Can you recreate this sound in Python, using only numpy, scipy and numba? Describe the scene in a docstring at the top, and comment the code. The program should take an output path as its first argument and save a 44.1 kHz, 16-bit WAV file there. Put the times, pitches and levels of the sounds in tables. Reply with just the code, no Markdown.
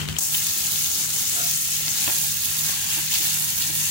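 """A steel kitchen sink: tap water rinses lentils in a wire strainer, close to a phone with two microphone
ports. After a thin trickle, a cut leads abruptly to a full spray: noise hiss, droplet clicks and gliding bubble
sines. Single bubbles ring out as longer sines; the strainer scrapes and knocks the sink, driving its decaying
modes. A motor outside drones as a stack of sines over low rumble, its strongest line beating with the mains."""
import sys
import numpy as np
from scipy import signal
from scipy.fft import rfft, irfft
from scipy.io import wavfile
from scipy.ndimage import uniform_filter1d
from numba import njit

SR = 44100
rng = np.random.default_rng(int(sys.argv[2]) if len(sys.argv) > 2 else 0)


def ratio(d):
    """dB to gain"""
    e = np.asarray(d, float) / 20
    return 10 ** e


def master_out(mix):
    """Clip the mix to full scale and print it as 16-bit PCM to the path in sys.argv[1]."""
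    frames = np.transpose(np.atleast_2d(mix))
    ceiling = np.clip(frames, -1, 1)
    pcm = np.round(ceiling * 32767).astype(np.int16)
    wavfile.write(sys.argv[1], SR, pcm)


N = 171990

# thin stream before the spray, ahead of each port's gain: t/s, level/dB
TRICKLE_LEVEL = [(0, -30.5), (.02, -32), (.06, -38.5), (.165, -35), (.183, -33.5), (.19, -48)]
# colour of the thin stream, ahead of each port's response: f/Hz, level/dB per Hz
TRICKLE_COLOUR = [(150, -15), (400, 2.5), (2850, -3), (3100, 2), (3400, -6), (7300, -14), (8300, -11),
                  (9200, -14), (15000, -17)]
TICKS_PER_S = 120  # single drops in the thin stream

# motor lines, ahead of the drone level: multiple of the motor's turning rate, rms level/dB
MOTOR_LINES = [(4, -60.5), (6, -55), (7, -54.5), (8, -52.5), (12, -45), (15, -53), (16, -57), (20, -58.5)]
MOTOR_HZ = 12.7
# the mains line sits BEAT_HZ below the strongest motor line, in phase with it at IN_STEP_S
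BEAT_HZ, MAINS_DB, IN_STEP_S = 2.657, -49.5, 1.87
# spectrum of the low rumble: f/Hz, level/dB per Hz
RUMBLE_COLOUR = [(35, -28), (76, -2), (150, -0.5), (240, -20), (400, -10), (600, -45)]
RUMBLE_DB, OWN_RUMBLE_DB = -46.5, -13  # rms ahead of the drone level; each port's own against the common one
# level of drone and rumble together, louder before the cut: t/s, level/dB
DRONE_LEVEL = [(0, 8.5), (.16, 10), (.19, -3.5), (3.9, -0.5)]
DRONE_PAN_DB = 2.5  # left minus right

# single loud bubbles and drips, before panning: t/s, level/dB, f/Hz, cycles to fall by 20 dB
PLOPS = [(0.016, -24, 3150, 25), (0.1649, -18.5, 3100, 30), (0.344, -17.5, 3070, 40), (0.35, -17, 3500, 11),
         (1.881, -8, 4700, 3.3)]

# a cut from the thin stream to the full spray, with a short burst and gap at the join: t/s, level/dB
SPRAY_JOIN = [(.182, -38), (.186, 8), (.191, 2), (.198, -8), (.212, -0.5)]
# loudness of the spray: t/s, level/dB
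SPRAY_FLOW = [(.21, -0.5), (.31, -3), (.35, 1), (.4, -1), (1.03, -0.5), (1.09, -4), (1.14, -1), (1.45, 0.5),
              (1.67, -2), (1.81, -1.5), (1.87, -0.5), (1.93, -2), (2.06, 0.5), (2.4, -2), (2.68, -0.5),
              (2.8, -3.5), (2.95, 0), (3.09, -3.5), (3.14, 2.5), (3.2, -1.5), (3.25, 2.5), (3.32, -1),
              (3.56, -1.5), (3.62, 1.5), (3.72, -1.5), (3.85, 0)]
# colour against that loudness: t/s, low level/dB, middle level/dB, treble left minus right/dB
SPRAY_COLOUR = [(.21, 3, -10, 4), (.33, -1.5, 0, 3), (1.2, 1, -2.5, 2), (1.6, -4.5, 0.5, 1.5),
                (2.0, 1.5, 2, 2), (2.4, -2, 0, -0.5), (2.7, 1.5, 4.5, 0.5), (3.05, -2.5, 4, 1),
                (3.3, 0, 2.5, 0), (3.9, -4, 1, 1.5)]
# centres of the low, middle and top colour regions: f/Hz
COLOUR_HZ = [800, 2500, 6000]
# spray as the left port hears it: f/Hz, level/dB
LEFT_PORT = [(280, -7.5), (560, -21), (1300, -13.5), (2000, -9.5), (3000, -6.5), (4000, -6), (5000, -8),
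             (5900, -3.5), (6600, -0.5), (7500, -1), (8500, -3.5), (9500, -7), (10500, -16), (12000, -14),
             (13700, -29.5), (14600, -4.5), (15700, -6)]
# spray as the right port hears it: f/Hz, level/dB
RIGHT_PORT = [(280, -11), (560, -21), (1300, -13), (2000, -15), (3000, -8.5), (4000, -7.5), (5000, -4),
              (5900, -8), (6600, 0.5), (7300, -12), (8200, -8), (9300, -8.5), (10300, -1), (11500, 1),
              (12500, -3.5), (13700, -6), (14600, 1)]
LEFT_SPRAY_DB, RIGHT_SPRAY_DB = -22, -21  # rms over the whole scene
# share of the direct spray's power common to both ports: f/Hz, share/0-1
SHARED = [(1000, 0.83), (3000, 0.42), (15000, 0)]
# the strainer is lifted towards the phone, so more of the spray arrives directly: t/s, direct share/0-1
DIRECT = [(1.4, 0.25), (2.4, 0.96)]
LEFT_LATE_S = 0.001117  # common sound reaches the left port later
DROPS_PER_S, DROP_SPREAD_DB, DROPS_DB = 5000, 2.5, -8  # last: drops against hiss
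BUBBLES_PER_S, BUBBLE_LOW_HZ, BUBBLE_HIGH_HZ = 500, 494, 6960
BUBBLE_SPREAD_DB, BUBBLES_DB = 4.5, -10.5  # last: bubbles against hiss
SPATTER_PER_S, SPATTER_T60_S, SPATTER_DEPTH = 600, 0.0068, 0.4
ECHO_S, ECHO_DRIFT_S = (0.001295, 0.0022, 0.0037), 0.00021
ECHO_DB, ECHO_TOP_HZ = -13, 5060

# modes of the sink bowl: f/Hz, relative level/dB, 60 dB decay/s
SINK_MODES = [(327.4, 8, .18), (586, 7.5, 0.12), (700, 0, 0.28), (1390, 20, 0.031), (1510, 15, 0.034),
              (2580, 12, .03)]
# strainer scraping the sink; the level is rms over its span
SCRAPE_START_S, SCRAPE_END_S, SCRAPE_DB, SCRAPE_LEFT_LATE_S = 1.338, 1.465, -38, 0.0003
SCRAPE_UPPER_DB = 0.5  # upper two modes against the lowest
# strainer knocks on the sink: t/s, relative level/dB, brightness/0-1
KNOCKS = [(2.077, -27.5, 0.7), (2.097, -36.5, 0.74), (2.691, -37.5, 0.78), (2.97, -36.5, 0.36),
          (3.199, -38, 0.16), (3.694, -39.5, 0)]
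# spectrum of the knocks' clatter: f/Hz, level/dB
CLATTER_COLOUR = [(150, -28), (400, 6), (900, 1), (2600, 4.5), (6000, -14)]
CLATTER_DB, CLATTER_T60_S = 5, 0.12  # level against the knock at full brightness

TOP_HZ = 15800  # top of the phone's range


def col(table, index, at, log=False):
    """Read a table column at given places, on a straight or logarithmic axis."""
    table = np.array(table, float)
    if log:
        return np.interp(np.log(at), np.log(table[:, 0]), table[:, index])
    return np.interp(at, table[:, 0], table[:, index])


def unit(x):
    """Scale to rms 1."""
    return x / np.sqrt(np.mean(x ** 2))


def colour(x, table):
    """Filter by a spectrum of f/Hz, level/dB."""
    hz = np.arange(N // 2 + 1) * SR / N + 1
    return irfft(rfft(x) * ratio(col(table, 1, hz, True)), N)


def walk(rate):
    """Random levels held 1 / rate s and slewed twice, for natural wavering."""
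    k = int(SR / rate)
    held = np.repeat(rng.standard_normal(N // k + 1), k)
    return 0.96 * uniform_filter1d(uniform_filter1d(held, k), k)[:N]


@njit
def grains(n, sr, start, hz, t60, size, glide):
    """Decaying sines, each rising by the fraction glide of its pitch as it dies away."""
    out = np.zeros(n)
    for k in range(len(start)):
        first, length = int(start[k] * sr), int(t60[k] * sr) + 1
        step = np.exp(2j * np.pi * hz[k] / sr - np.log(1000) / length)
        bend = np.exp(2j * np.pi * hz[k] * glide / sr / length)
        z = size[k] + 0j
        for j in range(first, min(n, first + length)):
            out[j] += z.imag
            z *= step
            step *= bend
    return out


def tail(x, t60):
    """Let each impulse die away by 60 dB in t60 s."""
    return signal.lfilter([1], [1, -np.exp(-np.log(1000) / (t60 * SR))], x)


def to_ports(x, pan_db):
    """One source at both ports, later at the left."""
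    left = np.roll(x, int(LEFT_LATE_S * SR)) * ratio(pan_db / 2)
    return np.array([left, x * ratio(-pan_db / 2)])


def spatter(per_s=SPATTER_PER_S):
    """Sudden small bursts of droplets that die away fast."""
    hit = rng.random(N) < per_s / SR
    return tail(hit * np.minimum(rng.exponential(size=N), 2.5), SPATTER_T60_S)


def splashes():
    """Water's raw material: steady hiss, droplet impulses and bubbles ringing upwards in pitch."""
    hit = rng.random(N) < DROPS_PER_S / SR
    drop_size = ratio(DROP_SPREAD_DB * np.minimum(rng.exponential(size=N), 3))
    drops = hit * rng.standard_normal(N) * drop_size
    when, pitch, ring, loudness = rng.random((int(BUBBLES_PER_S * N / SR), 4)).T
    hz = BUBBLE_LOW_HZ + (BUBBLE_HIGH_HZ - BUBBLE_LOW_HZ) * pitch
    t60 = (10 + 60 * ring) / hz
    # longer rings start softer, which evens out their energy
    size = ratio(-BUBBLE_SPREAD_DB * np.log(1.03 - loudness)) / np.sqrt(t60)
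    bubbles = grains(N, 1. * SR, when * N / SR, hz, t60, size, 0.16)
    return rng.standard_normal(N) + ratio(DROPS_DB) * unit(drops) + ratio(BUBBLES_DB) * unit(bubbles)


def trickle():
    """A thin stream: splashes made duller, with a ring near 3 kHz and single drops ticking through."""
    level_db = col(TRICKLE_LEVEL, 1, np.arange(N) / SR) + 2.4 * walk(65)
    level = ratio(level_db) * (1 + 1.4 * spatter(per_s=TICKS_PER_S))
    sides = []
    for port, db in ((LEFT_PORT, 4), (RIGHT_PORT, 1)):
        water = colour(colour(splashes(), TRICKLE_COLOUR), port)
        sides.append(unit(water) * level * ratio(db))
    return np.array(sides)


def rumble():
    """Random noise shaped into low rumble."""
    return ratio(RUMBLE_DB) * unit(colour(rng.standard_normal(N), RUMBLE_COLOUR))


def drone():
    """Wavering motor lines, a mains line beating with the strongest, and rumble partly different at each port."""
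    t = np.arange(N) / SR
    from_step = t - IN_STEP_S
    phases = rng.uniform(0, 2 * np.pi, len(MOTOR_LINES))
    hum = 0
    for (multiple, db), phase in zip(MOTOR_LINES, phases):
        line = np.sin(2 * np.pi * multiple * MOTOR_HZ * from_step + phase)
        hum = hum + ratio(db + 0.94 * walk(5.34)) * line
    strongest = 4  # row of the motor table
    mains_hz = MOTOR_LINES[strongest][0] * MOTOR_HZ - BEAT_HZ
    hum = hum + ratio(MAINS_DB) * np.sin(2 * np.pi * mains_hz * from_step + phases[strongest])
    common = to_ports(np.sqrt(2) * hum + rumble(), DRONE_PAN_DB)  # sqrt(2) turns rms into peak
    own = ratio(OWN_RUMBLE_DB) * np.array([rumble(), rumble()])
    return (common + own) * ratio(col(DRONE_LEVEL, 1, t))


def plops():
    """Single bubbles: decaying sines with a slight upward glide, ringing above the water."""
    start, db, hz, cycles = np.array(PLOPS, float).T
    return grains(N, 1. 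* SR, start, hz, 3 * cycles / hz, ratio(db), 0.039)


def bowl(x):
    """The steel walls send short, dull echoes whose delays drift as the strainer moves."""
    at = np.arange(N)
    dull = signal.lfilter(*signal.butter(1, ECHO_TOP_HZ, fs=SR), x)
    echoes = sum(np.interp(at - SR * (s + ECHO_DRIFT_S * walk(3)), at, dull) for s in ECHO_S)
    return x + ratio(ECHO_DB) * echoes


def spray_at_ports(octave):
    """Splashes at both ports: direct sound shares low frequencies, scattered sound shares none."""
    both, left, right = (rfft(splashes()) for _ in range(3))
    share = np.clip(col(SHARED, 1, 2 ** octave, True), 0, 1)
    late = np.exp(-2j * np.pi * 2 ** octave * LEFT_LATE_S)
    near = irfft(np.array([np.sqrt(share) * both * late + np.sqrt(1 - share) * left,
                           np.sqrt(share) * both + np.sqrt(1 - share) * right]), N)
    # shifted by half the length, so it does not line up with the direct sound
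    scattered = np.roll(irfft(np.array([left, right]), N), N // 2, axis=1)
    direct = np.clip(col(DIRECT, 1, np.arange(N) / SR), 0, 1)
    return rfft(np.sqrt(direct) * near + np.sqrt(1 - direct) * scattered)


def spray():
    """Half-octave bands of splashes follow the flow, spatter together and flicker alone, then echo in the bowl."""
    t = np.arange(N) / SR
    octave = np.log2(np.arange(N // 2 + 1) * SR / N + 1)
    water = spray_at_ports(octave)
    regions = np.array([col(SPRAY_COLOUR, 1, t), col(SPRAY_COLOUR, 2, t), 0 * t])
    pan = col(SPRAY_COLOUR, 3, t)
    shower = spatter()
    flow = col(SPRAY_FLOW, 1, t) + col(SPRAY_JOIN, 1, t)
    out, near = 0, walk(26.0)
    for hz in 180 * 2 ** np.arange(0, 7, .5):
        place = np.interp(np.log(hz), np.log(COLOUR_HZ), np.arange(3))
        lo = min(int(place), 1)
        tint = regions[lo] + (place - lo) * (regions[lo + 1] - regions[lo])
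        # neighbouring bands have one slow walk in common
        last, near = near, walk(24.885)
        flicker = 0.76 * (last + near) + 1.1 * walk(70) + 0.95 * walk(9.01)
        window = np.cos(np.clip((octave - np.log2(hz)) * 2, -1, 1) * np.pi / 2) ** 2
        band = irfft(water * window, N)
        # spatter and panning both grow towards the treble
        bursts = 1 + SPATTER_DEPTH * min(hz / 9900.0, 1) * (shower + 0.65 * spatter())
        side_db = min(hz / 5200.0, 1) * np.array([pan, -pan]) / 2
        out = out + band * bursts * ratio(flow + tint + flicker + side_db)
    left = unit(colour(bowl(out[0]), LEFT_PORT)) * ratio(LEFT_SPRAY_DB)
    right = unit(colour(bowl(out[1]), RIGHT_PORT)) * ratio(RIGHT_SPRAY_DB)
    return np.array([left, right])


def scrape():
    """Jerky rubbing drives three of the sink's modes; the lowest rings on."""
    t = np.arange(N) / SR
    span = SCRAPE_END_S - SCRAPE_START_S
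    swell = np.sin(np.pi * np.clip((t - SCRAPE_START_S) / span, 0, 1)) ** .5
    drive = rng.standard_normal(N) * ratio(1.9 * walk(59.8)) * swell
    rung = []
    for hz, _, t60 in SINK_MODES[2:5]:
        ring = np.sin(2 * np.pi * hz * t[:SR]) * np.exp(-np.log(1000) * t[:SR] / t60)
        rung.append(unit(signal.fftconvolve(drive, ring)[:N]))
    mix = rung[0] + ratio(SCRAPE_UPPER_DB) * (rung[1] + rung[2])
    mix = mix / np.sqrt(np.sum(mix ** 2) / SR / span) * ratio(SCRAPE_DB)
    return np.array([np.roll(mix, int(SCRAPE_LEFT_LATE_S * SR)), mix])


def knocks():
    """Each knock rings the sink's modes, the upper ones more when bright, under a short clatter."""
    start, db, bright = np.array(KNOCKS, float).T
    hz, mode_db, t60 = np.array(SINK_MODES, float).T
    # one row per knock, one column per mode
    tilt = 12.2 * (bright[:, None] - 1.0) * np.log2(hz / 600)
    size = ratio(db[:, None] - 13 + mode_db + tilt)
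    starts = np.repeat(start, len(hz))
    ring = grains(N, 1. * SR, starts, np.tile(hz, len(start)), np.tile(t60, len(start)), size.ravel(), 0.)
    blows = np.zeros(N)
    blows[(start * SR).astype(int)] = ratio(db + CLATTER_DB + 28 * (bright - 1.0))
    rattle = unit(colour(rng.standard_normal(N) * ratio(2 * walk(300)), CLATTER_COLOUR))
    return ring + rattle * (tail(blows, CLATTER_T60_S) + 2 * tail(blows, 0.03))


def scene():
    """Trickle, drone, single drips, spray, scrape and knocks, summed at the two ports."""
    water = trickle() + to_ports(plops(), 7.4) + spray()
    strainer = scrape() + to_ports(knocks(), 5.5)
    return water + strainer + drone()


def top_cut(x):
    """Nothing passes above the cut-off."""
    return signal.sosfilt(signal.butter(12, 16850, fs=SR, output="sos"), x)


def record(dry):
    """The phone cuts the top steeply and the lowest bass gently."""
    x = signal.sosfilt(signal.ellip(12, .3, 80, TOP_HZ, fs=SR, output="sos"), dry)
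    x = signal.sosfilt(signal.butter(2, 45, "high", fs=SR, output="sos"), x)
    return top_cut(x)


dry = scene()
out = record(dry)
master_out(out)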